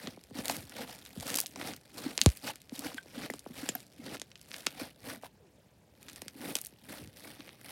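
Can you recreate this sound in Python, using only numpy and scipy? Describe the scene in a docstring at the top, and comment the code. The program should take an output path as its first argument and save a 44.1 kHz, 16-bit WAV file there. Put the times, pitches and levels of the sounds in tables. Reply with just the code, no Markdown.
"""A lump of foam slime is kneaded and folded by two hands on a carpet in a quiet room, close to the microphone.
Each squeeze tears many tiny foam cells: random clicks through filter bands crackle and fizz over a soft squelch of gulps.
Larger bubbles snap as filtered pulses with a noise rattle; fingers sinking in give dull, sagging blups.
Air pockets burst as falling sine notes, one big one ending in a deep thump; pinholes squeak. A low room tone runs on.
"""
import sys
import numpy as np
from scipy import signal
from scipy.fft import irfft
from scipy.io import wavfile

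SR = 44100
rng = np.random.default_rng(int(sys.argv[2]) if len(sys.argv) > 2 else 0)


def wrap_up_sound(samples):
    """Save the sound to the file named by the first command line argument, as 16-bit audio."""
    columns = np.atleast_2d(samples).T
    # keep every value between -1 and 1, then stretch to whole-number steps
    tamed = np.clip(columns, -1, 1)
    steps = np.round(tamed * 32767).astype(np.int16)
    wavfile.write(sys.argv[1], SR, steps)


N = 340011

# presses and pulls of the hands (2.979: faint crackle around a pinhole squeak): (time of peak [s],
# nominal crackle level [dB], rise [s], release [s], nominal squelch re crackle [dB], nominal fizz re crackle [dB])
SQUEEZES = [(0.043, -50.5, 0.088, 0.11, -0.5, -7), (0.402, -42.5, 0.048, 0.013, 5, -8),
            (0.514, -42.5, 0.099, 0.084, -2.5, -2), (0.814, -44.5, 0.086, 0.049, 0, -7.5),
            (0.898, -50, 0.036, 0.068, -4.5, -6.5), (1.319, -41.5, 0.093, 0.067, -3.5, -4.5),
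            (1.362, -51, 0.2, 0.114, -3, 1), (1.622, -46.0, 0.055, 0.038, 1, -8),
            (1.67, -43.5, 0.024, 0.065, 1, -6.5), (1.998, -48.5, 0.051, 0.06, -9.5, -3),
            (2.086, -46, 0.11, 0.05, 0.5, -9.5), (2.219, -52.5, 0.13, 0.19, -8.5, -1.5),
            (2.442, -46.5, 0.0077, 0.076, 0, -6), (2.504, -39.5, 0.055, 0.012, -12.5, -8),
            (2.745, -52.5, 0.029, 0.22, -11, -4), (2.863, -45.5, 0.066, 0.067, -1, -6),
            (2.979, -52.5, 0.015, 0.017, -15, -10), (3.252, -45, 0.12, 0.029, -1.5, -8.5),
            (3.342, -56.5, 0.071, 0.032, 0, -3), (3.619, -48.5, 0.1, 0.14, -1.5, -5.5),
            (3.79, -59, 0.043, 0.044, -2, -0.5), (4.067, -52, 0.075, 0.103, 3.5, -9),
            (4.152, -44.5, 0.067, 0.017, -0.5, -8), (4.577, -52.0, 0.12, 0.174, -6.5, -4.5),
            (4.831, -44.5, 0.072, 0.053, -2.5, -6.5), (5.099, -45, 0.065, 0.058, 0.5, -4.5),
            (5.254, -49, 0.026, 0.018, -4, -3.5), (6.08, -58.5, 0.089, 0.27, -3.5, -4.5),
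            (6.509, -43, 0.1, 0.026, 0.5, -3), (6.58, -53.5, 0.15, 0.089, -13, 1.5),
            (6.927, -49.5, 0.063, 0.098, -0.5, -2.5), (7.018, -59, 0.087, 0.039, 4, -1),
            (7.294, -52, 0.14, 0.057, -3.5, -3), (7.399, -57.0, 0.13, 0.22, -2, -7.5),
            (7.73, -49, 0.097, 0.04, -8.5, -2.5)]
# light crackle of the lump just being held; the hands rest for a moment: (time [s], level [dB])
HOLDING_CRACKLE = [(0, -67.5), (0.27, -69), (1.0, -60), (1.85, -67.5), (2.65, -68.5), (3.4, -64.5),
                   (4.95, -76), (5.27, -74), (5.31, -88), (5.93, -85), (6.03, -67), (6.8, -70), (7.55, -71),
                   (7.7, -69)]
# relative spectrum of the squelch: (frequency [Hz], density [dB per Hz])
SQUELCH_SPECTRUM = [(35, -42), (60, -16), (100, -6.5), (160, -4.5), (220, -0.5), (280, 3), (380, -8),
                    (500, -8.5), (700, -27.5), (1400, -42.5)]
# relative spectrum of the crackle before its filters: (frequency [Hz], density [dB per Hz])
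CRACKLE_SPECTRUM = [(260, -31), (450, -0.5), (823, -3), (1060, -12.5), (1220, -8), (1660, -6.5), (1800, -5),
                    (2750, -7), (3290, -8.5), (3720, -6.5), (6500, -9.5), (8450, -44), (14300, -120)]
# relative spectrum of the fizz before its filter: (frequency [Hz], density [dB per Hz])
FIZZ_SPECTRUM = [(6000, 8), (7200, -7), (8500, 2), (10000, -1), (12000, -3), (14500, -3.5), (16000, -15.5)]
# how far the rustle turns hollow as the lump is lifted: (time [s], share [0-1])
HOLLOW_SHARE = [(0, 0.24), (2.0, 0), (4.4, 0), (4.8, 0.42), (6.3, 0.6), (6.8, 0.5), (7.7, 0.7)]
# relative spectrum of the room tone: (frequency [Hz], density [dB per Hz])
ROOM_TONE_SPECTRUM = [(24, -48), (40, -20.5), (64, -7.5), (91, -6.5), (167, -5.5), (283, -18.5), (320, -13),
                      (402, -15.5), (503, -13.5), (810, -21.5), (873, -25), (1070, -29.5), (1810, -28),
                      (16000, -40.5)]
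# slime peeling off the fingers in small snaps: (start [s], end [s], rate [snaps/s], typical peak [dB])
PEELS = [(0.503, 0.535, 91, -23.5), (0.6, 0.75, 18, -34), (0.902, 1.0, 36, -34.5), (1.19, 1.34, 60, -28),
         (1.419, 1.521, 63, -33), (2.281, 2.31, 110, -25), (2.34, 2.39, 33, -37), (2.553, 2.64, 24, -32),
         (2.722, 2.98, 27, -31), (3.82, 3.9, 42, -42.5), (4.37, 4.5, 30, -37), (4.561, 4.61, 65, -35),
         (6.082, 6.22, 35, -40), (7.023, 7.08, 44, -37), (7.167, 7.7, 14.8, -43.5)]
# loudest bubbles snapping: (time [s], peak of crack [dB], nominal low edge [Hz], nominal high edge [Hz],
# rattle energy re crack before filtering [dB])
LOUD_SNAPS = [(0.0726, -23.5, 1400, 4460, 1.5), (0.2382, -34.5, 3200, 11200, 0),
              (0.353, -36, 1700, 11800, 4), (0.388, -29, 900, 8600, 1), (0.4565, -15.5, 2600, 12500, -8),
              (0.4821, -10.5, 2800, 12500, -21), (0.4973, -13.5, 900, 6540, -1),
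              (0.567, -18.5, 3200, 13100, -8), (1.052, -31, 2000, 11800, -1),
              (1.062, -31.5, 2210, 5970, -3), (1.3019, -22.5, 1800, 10500, 7.5),
              (1.3432, -10, 2400, 10700, -13), (1.3554, -9.5, 4100, 13400, -6),
              (1.3599, -8.5, 6300, 14000, -14), (1.3719, -12, 3800, 12700, 0),
              (1.386, -17.5, 1300, 11700, 13.5), (1.3937, -14, 2180, 14100, -11),
              (1.4027, -5.5, 5600, 14900, -7), (1.4136, -14, 6700, 14300, -11),
              (1.461, -19.5, 3450, 6800, -17), (1.4672, -19.5, 4300, 14300, -7),
              (1.559, -34, 1090, 7200, 9.5), (1.6142, -23.5, 990, 2630, -20), (1.736, -25, 1300, 7430, -3),
              (1.7638, -32.5, 3300, 14000, 4.5), (2.178, -7, 2800, 7900, -12.5),
              (2.1909, -22, 1400, 3500, -12), (2.2154, 1.5, 3030, 7740, -11),
              (2.2365, -20.5, 9000, 14500, -9), (2.2611, 1, 1880, 9600, -11),
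              (2.372, -28, 2500, 14800, 2.5), (2.6954, -31, 2100, 6200, -13),
              (2.7928, -17, 4700, 13100, -4), (3.303, -23.5, 800, 13600, -0.5),
              (3.3376, -26.5, 1000, 8950, -1), (3.3929, -32.5, 5000, 11200, 7.5),
              (3.6893, -17.5, 1910, 9700, 10), (3.7542, -26, 1500, 13500, 4.5), (3.804, -33, 2870, 9040, 0),
              (4.1695, -30.5, 2110, 4000, -19), (4.198, -25, 2500, 9900, -5),
              (4.2168, -19.5, 2010, 8150, -2.5), (4.316, -39.5, 2000, 5000, 4),
              (4.356, -37.5, 2100, 5800, 6.5), (4.5158, -25, 1900, 4860, -19),
              (4.5424, -22.5, 1900, 4500, -5.5), (4.5647, -25, 2200, 11200, -11.5),
              (4.6644, -23.5, 1900, 11900, 11), (4.6678, -6, 1720, 6380, -6.5),
              (6.029, -33, 1710, 14080, 0), (6.0848, -30, 1490, 5400, -3), (6.0893, -32, 1600, 8800, 2),
              (6.098, -29.5, 1800, 9400, -2), (6.1314, -31, 2400, 13500, -1), (6.16, -29, 2000, 11500, 3),
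              (6.219, -20.5, 1700, 11700, -5.5), (6.282, -21, 1580, 9700, -2.5),
              (6.554, -10, 2600, 11000, 3), (6.5665, -20, 1500, 12800, 3.5),
              (6.5871, -24.5, 1400, 11000, 1), (6.615, -18, 9450, 14300, -5), (6.649, -23, 8600, 13400, -4),
              (6.66, -27, 3400, 12600, -1), (6.668, -26, 9400, 14760, 2.5), (7.1705, -34, 1800, 10000, -3),
              (7.4063, -30.5, 1600, 3900, -4.5), (7.479, -41.5, 1400, 2800, 3.5),
              (7.4919, -31.5, 1600, 4130, -7)]
# dull blups as the fingers sink in: (time of peak [s], nominal level [dB], nominal pitch [Hz])
FINGER_BLUPS = [(0.05, -38.5, 230), (0.08, -33.5, 250), (0.358, -36.5, 285), (0.394, -28, 245),
                (1.178, -33.5, 220), (2.067, -25, 278), (2.227, -36, 238), (2.73, -34.5, 249),
                (2.794, -36, 274), (2.864, -30.5, 287), (2.95, -37, 271), (3.181, -32, 257),
                (3.31, -33, 250), (3.512, -42, 258), (3.637, -31.5, 277), (3.757, -38.5, 255),
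                (4, -39, 268), (4.82, -32.5, 292), (5.177, -43.5, 245.6), (6.361, -41.5, 276),
                (6.41, -38, 267), (6.445, -45, 297), (7.4, -41, 296)]
# air pockets bursting with a falling gulp: (time [s], level before swell [dB], starting pitch [Hz], length [s])
AIR_POCKETS = [(0.0746, -35.5, 673, 0.013), (0.174, -44, 1210, 0.011), (0.311, -45.5, 750, 0.018),
               (0.376, -51, 600, 0.035), (0.572, -44.5, 577, 0.028), (0.629, -51.5, 640, 0.036),
               (1.164, -45.5, 750, 0.044), (1.192, -45, 394, 0.026), (1.561, -38, 1730, 0.0041),
               (2.178, -35.5, 2230, 0.0068), (2.721, -43, 844, 0.013), (3.059, -49, 1060, 0.008),
               (3.3, -31, 1040, 0.008), (3.338, -38, 1390, 0.009), (3.463, -36, 1280, 0.0091),
               (3.502, -44.5, 487, 0.015), (3.689, -32, 1200, 0.011), (4.217, -40.5, 1050, 0.0049),
               (4.668, -33, 1086, 0.0085), (5.2353, -32.5, 1100, 0.0026), (6.2195, -41, 1260, 0.01),
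               (6.441, -42.5, 800, 0.0093), (6.489, -36.5, 800, 0.0093), (6.555, -37.5, 1730, 0.0093),
               (6.725, -54.5, 735, 0.017), (6.262, -48, 690, 0.015), (7.009, -48.5, 800, 0.036),
               (7.025, -48, 700, 0.016), (7.05, -51, 593, 0.029), (7.072, -50, 402, 0.024)]
# air squeaking out through pinholes: (time [s], level before swell [dB], starting pitch [Hz],
# time for the pitch to halve [s], length [s])
PINHOLE_SQUEAKS = [(0.4987, -21.5, 756, 0.032, 0.0028), (1.437, -43.5, 745, 0.6, 0.0078),
                   (2.497, -34.5, 894, 0.14, 0.0097), (2.917, -42, 1500, 0.003, 0.005),
                   (2.98, -33, 2200, 0.014, 0.003), (2.982, -31.5, 1590, 0.25, 0.0084),
                   (2.9806, -38.5, 3560, 0.025, 0.0045), (3.2999, -26, 2000, 0.047, 0.0024),
                   (3.69, -28, 7900, 0.062, 0.008), (3.7513, -18.5, 12700, 0.1, 0.0012),
                   (3.752, -33.5, 1630, 0.081, 0.0027), (3.753, -36, 736, 0.5, 0.0088),
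                   (5.247, -46, 830, 0.02, 0.0053), (5.257, -47, 1060, 0.053, 0.008),
                   (5.4, -62, 510, 0.15, 0.13)]


def from_db(db):
    """Decibels to gain."""
    return 10 ** (np.asarray(db) / 20)


def rms_one(x):
    """Scale to unit rms."""
    return x / np.sqrt(np.mean(x ** 2) + 1e-20)


def curve(rows):
    """Interpolate a (time, value) table to every sample."""
    time_s, value = np.transpose(rows)
    return np.interp(np.arange(N) / SR, time_s, value)


def at_hz(spectrum, hz):
    """Read a spectrum on a log-frequency axis."""
    table_hz, table_db = np.transpose(spectrum)
    return np.interp(np.log(hz), np.log(table_hz), table_db)


def cut(x, hz, kind, order=2):
    """Causal Butterworth filter."""
    return signal.sosfilt(signal.butter(order, hz, kind, fs=SR, output="sos"), x)


def add(out, start_s, sound):
    """Mix in a short sound at start_s."""
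    i = int(np.clip(round(start_s * SR), 0, N - 1))
    out[i:i + len(sound)] += sound[:N - i]


def drift(per_s):
    """Random wander of spread about 1, with per_s new targets a second."""
    targets = rng.standard_normal(N // 20)
    return np.interp(np.arange(N) / SR * per_s, np.arange(len(targets)), targets)


def bursts(per_s, size_db):
    """Cells burst at random, many small and a few large; unit power at any rate."""
    born = rng.random(N) < per_s / SR
    sizes = from_db(size_db * np.minimum(rng.exponential(1, N), 4))
    return rms_one(born * sizes / np.sqrt(per_s))


def coloured(clicks, spectrum, low_hz, high_hz, count, patchy_db):
    """Noise-signed clicks strike a bank of bands of wandering strength, so each grain has its own colour."""
    out = np.zeros(N)
    edges_hz = np.geomspace(low_hz, high_hz, count + 1)
    for band_low_hz, band_high_hz in zip(edges_hz, edges_hz[1:]):
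        strength = from_db(patchy_db * np.minimum(drift(per_s=130), 2))
        struck = clicks * rng.standard_normal(N) * strength
        band = cut(struck, [band_low_hz, band_high_hz], "band")
        out += from_db(at_hz(spectrum, np.sqrt(band_low_hz * band_high_hz))) * band
    return rms_one(out)


def kneading():
    """Squeezes swell and let go over holding, as powers: squelch dB, crackle dB, fizz dB re crackle."""
    drop_db, shape = 10.0, 1.5   # fall one rise or release time from the peak; power of that fall
    squelch_trim_db, crackle_trim_db, fizz_trim_db = -0.3, -0.6, 0.7
    held_squelch_db, held_fizz_db = -4.5, -4.5   # re the held crackle
    t = np.arange(N) / SR
    held_db = curve(HOLDING_CRACKLE)
    power = from_db([held_db + held_squelch_db, held_db, held_db + held_fizz_db]) ** 2
    for peak_s, db, rise_s, release_s, squelch_db, fizz_db in SQUEEZES:
        near = slice(*np.searchsorted(t, [peak_s - .6, peak_s + .6]))
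        away = np.maximum((peak_s - t[near]) / rise_s, (t[near] - peak_s) / release_s)
        swell = from_db(db - drop_db * np.abs(away) ** shape)
        gains = from_db([squelch_db + squelch_trim_db, crackle_trim_db, fizz_db + fizz_trim_db])
        power[:, near] += np.outer(gains, swell) ** 2
    squelch_db, crackle_db, fizz_db = 10 * np.log10(power)
    return squelch_db, crackle_db, fizz_db - crackle_db


def squelch(per_s=110, size_db=2.7):
    """Small air pockets give way all through the lump, each a short falling gulp: its low tones come late."""
    out, size = np.zeros(N), 8192
    hz = np.maximum(np.fft.rfftfreq(size, 1 / SR), 1)
    for cycles in (1.3, 2.0, 3.0):   # each frequency is delayed by this many of its own cycles
        delay = np.exp(-2j * np.pi * cycles * np.log(hz))
        gulp = irfft(from_db(at_hz(SQUELCH_SPECTRUM, hz)) * delay)
        grains = bursts(per_s, size_db) * rng.choice([-1, 1], N)
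        out += signal.fftconvolve(grains, np.roll(gulp, size // 2), "same")
    return rms_one(out)


def tearing_cells(effort_db):
    """The harder the squeeze, the more cells tear each second: lone ticks merge into a crackling hiss."""
    per_s = np.clip(3200 * from_db(effort_db), 150, 12000)
    ticks = bursts(per_s, size_db=2.5) * from_db(3.2 * np.minimum(drift(per_s=150), 1.4))
    return np.hypot(ticks, .28)   # the smallest cells blur into a smooth hiss


def crackle(tearing, effort_db, squelch_db):
    """Stretching only tears the small surface cells; a deep squeeze bursts the large, low ones too."""
    grains = coloured(tearing, CRACKLE_SPECTRUM, 463, 6120, count=12, patchy_db=3.0)
    grains = cut(grains, 7000, "low", order=4)
    depth = np.clip(2.5 + 0.025 * effort_db + 0.05 * (squelch_db + 33), .2, 1.4)
    large = signal.sosfiltfilt(signal.butter(2, 1300, fs=SR, output="sos"), grains)
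    return rms_one(grains + (depth - 1) * large)


def fizz(tearing):
    """The same tearing cells excite the high treble bands."""
    grains = coloured(tearing, FIZZ_SPECTRUM, 6270, 16500, count=6, patchy_db=0.1)
    return cut(grains, 5200, "high", order=4)


def foam():
    """Squelch, crackle and fizz follow the hands."""
    squelch_db, crackle_db, fizz_db = kneading()
    effort_db = crackle_db + 47
    tearing = tearing_cells(effort_db)
    rustle = crackle(tearing, effort_db, squelch_db) + from_db(fizz_db) * fizz(tearing)
    return from_db(squelch_db) * squelch() + from_db(crackle_db) * rustle


def hollowed(x, notch_hz=7100, spread=1.25):
    """Sound glancing off the hands cancels one treble band of the direct rustle."""
    band = cut(x, [notch_hz / spread, notch_hz * spread], "band", order=1)
    return x - curve(HOLLOW_SHARE) * band


def room_tone(level_db=-63):
    """Steady low tone of the room: noise through bands of wandering strength."""
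    return from_db(level_db) * coloured(np.ones(N), ROOM_TONE_SPECTRUM, 54, 16500, count=16, patchy_db=3.3)


def small_snaps():
    """Rows of PEELS and SQUEEZES pop bubbles of chance size at uneven moments; returns rows like LOUD_SNAPS."""
    centre_low_hz, centre_high_hz, centre_rattle_db = 2600, 11000, -9
    spread_db, low_spread_octaves, high_spread_octaves = 6.5, 1, 0.23
    squeeze_snaps_per_s, squeeze_snap_db = 45, 9.5   # typical peak over the nominal crackle level
    pressed = [(s - rise_s / 2, s + release_s / 2, squeeze_snaps_per_s, db + squeeze_snap_db)
               for s, db, rise_s, release_s, _, _ in SQUEEZES]
    rows = []
    for start_s, end_s, per_s, db in [*PEELS, *pressed]:
        chance = rng.uniform(-1, 1, (30, 5))
        for k, (when, strength, low, high, rattle) in enumerate(chance):
            snap_s = start_s + (k + .5 + .5 * when) / per_s
            if snap_s < min(end_s, N / SR):
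                low_hz = centre_low_hz * 2 ** (low_spread_octaves * low)
                high_hz = centre_high_hz * 2 ** (high_spread_octaves * high)
                rattle_db = centre_rattle_db + spread_db * rattle
                rows.append((snap_s, db + spread_db * strength, low_hz, high_hz, rattle_db))
    return rows


def snaps(rattle_s=0.0011, flutter_s=0.01, flutter_db=-20, low_scale=0.79, high_scale=1.012):
    """A film breaks in one sharp pulse, then the torn skin rattles for a few milliseconds."""
    out, t = np.zeros(N), np.arange(2048) / SR
    dying = np.exp(-t / rattle_s) + from_db(flutter_db) * np.exp(-t / flutter_s)
    dying *= t > .00025
    dying /= np.linalg.norm(dying)
    noises = rng.standard_normal((400, len(t)))
    for (s, db, low_hz, high_hz, rattle_db), noise in zip([*LOUD_SNAPS, *small_snaps()], noises):
        pair = np.array([t == 0, from_db(rattle_db) * noise * dying])
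        # bubble size sets the low edge, tear speed the high edge
        pair = cut(pair, low_hz * low_scale, "high", order=3)
        crack, rattle = cut(pair, high_hz * high_scale, "low", order=3)
        add(out, s, from_db(db) * (crack + rattle) / np.abs(signal.hilbert(crack)).max())
    return out


def blups(rise_s=0.0055, fall_s=0.0072, sag_per_s=9.0, trim_db=-1.0):
    """The lump rings for a few cycles, sagging in pitch, as air shifts inside it."""
    out, t = np.zeros(N), np.arange(-SR // 50, SR // 20) / SR
    for peak_s, db, hz in FINGER_BLUPS:
        swell = np.exp(-(t / np.where(t < 0, rise_s, fall_s)) ** 2)
        phase = 2 * np.pi * np.cumsum(hz * np.exp(-sag_per_s * t)) / SR
        add(out, peak_s + t[0], from_db(db + trim_db) * swell * np.sin(phase))
    return out


def falling_notes(rows, lowest_hz=46, attack_s=0.00025):
    """Escaping air rings as a short sine, its pitch falling towards a floor; rows like PINHOLE_SQUEAKS."""
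    out, t = np.zeros(N), np.arange(SR // 6) / SR
    for s, db, hz, halving_s, length_s in rows:
        pitch_hz = np.hypot(hz / (1 + t / halving_s), lowest_hz)
        swell = (1 - np.exp(-t / attack_s)) * np.exp(-(t / length_s) ** 2)
        add(out, s, from_db(db) * swell * np.sin(2 * np.pi * np.cumsum(pitch_hz) / SR))
    return out


def pockets(gulp_cycles=2.4):
    """The air in a burst pocket rings; its pitch falls as the cavity swells, sooner in small pockets."""
    # gulp_cycles: starting pitch times the time for it to halve
    return falling_notes([(s, db, hz, gulp_cycles / hz, length_s) for s, db, hz, length_s in AIR_POCKETS])


def lump_wobble(air, lump_hz=88, level_db=-2.5):
    """The whole lump wobbles along with the deepest notes."""
    return from_db(level_db) * cut(air, [lump_hz / 2.1, lump_hz * 1.6], "band", order=1)


def squeaks():
    """Air squeaks out through pinholes, sagging in pitch."""
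    return falling_notes(PINHOLE_SQUEAKS)


def thump(start_s=2.2615, level_db=-14, start_hz=1390, halving_s=0.00083, length_s=0.024):
    """The one big pocket: its note plunges into the deep bass."""
    return falling_notes([(start_s, level_db, start_hz, halving_s, length_s)])


def room(x, t60_s=0.086, wet_db=-21):
    """A carpeted room returns a faint, short tail with little bass and a dull top."""
    t = np.arange(SR // 3) / SR
    tail = rng.standard_normal(len(t)) * from_db(-60 * t / t60_s) * (t > .004)
    tail = cut(cut(tail, 350, "high"), 5500, "low", order=3)
    return x + from_db(wet_db) * signal.fftconvolve(x, tail / np.linalg.norm(tail))[:N]


def scene():
    """The slime in the room, over a steady low room tone."""
    rustle = hollowed(foam())
    air = pockets() + squeaks() + thump()
    slime = rustle + snaps() + blups() + air + lump_wobble(air)
    return (room(slime) + room_tone())[None]


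def record(dry, bass_cut_hz=32, peak_limit=.85, top_cut_hz=16200):
    """The microphone loses the deepest bass; peaks of the hardest snaps are limited; the top is cut steeply."""
    limited = np.clip(cut(dry, bass_cut_hz, "high"), -peak_limit, peak_limit)
    return signal.sosfilt(signal.ellip(10, .1, 80, top_cut_hz, fs=SR, output="sos"), limited)


dry = scene()
out = record(dry)
wrap_up_sound(out)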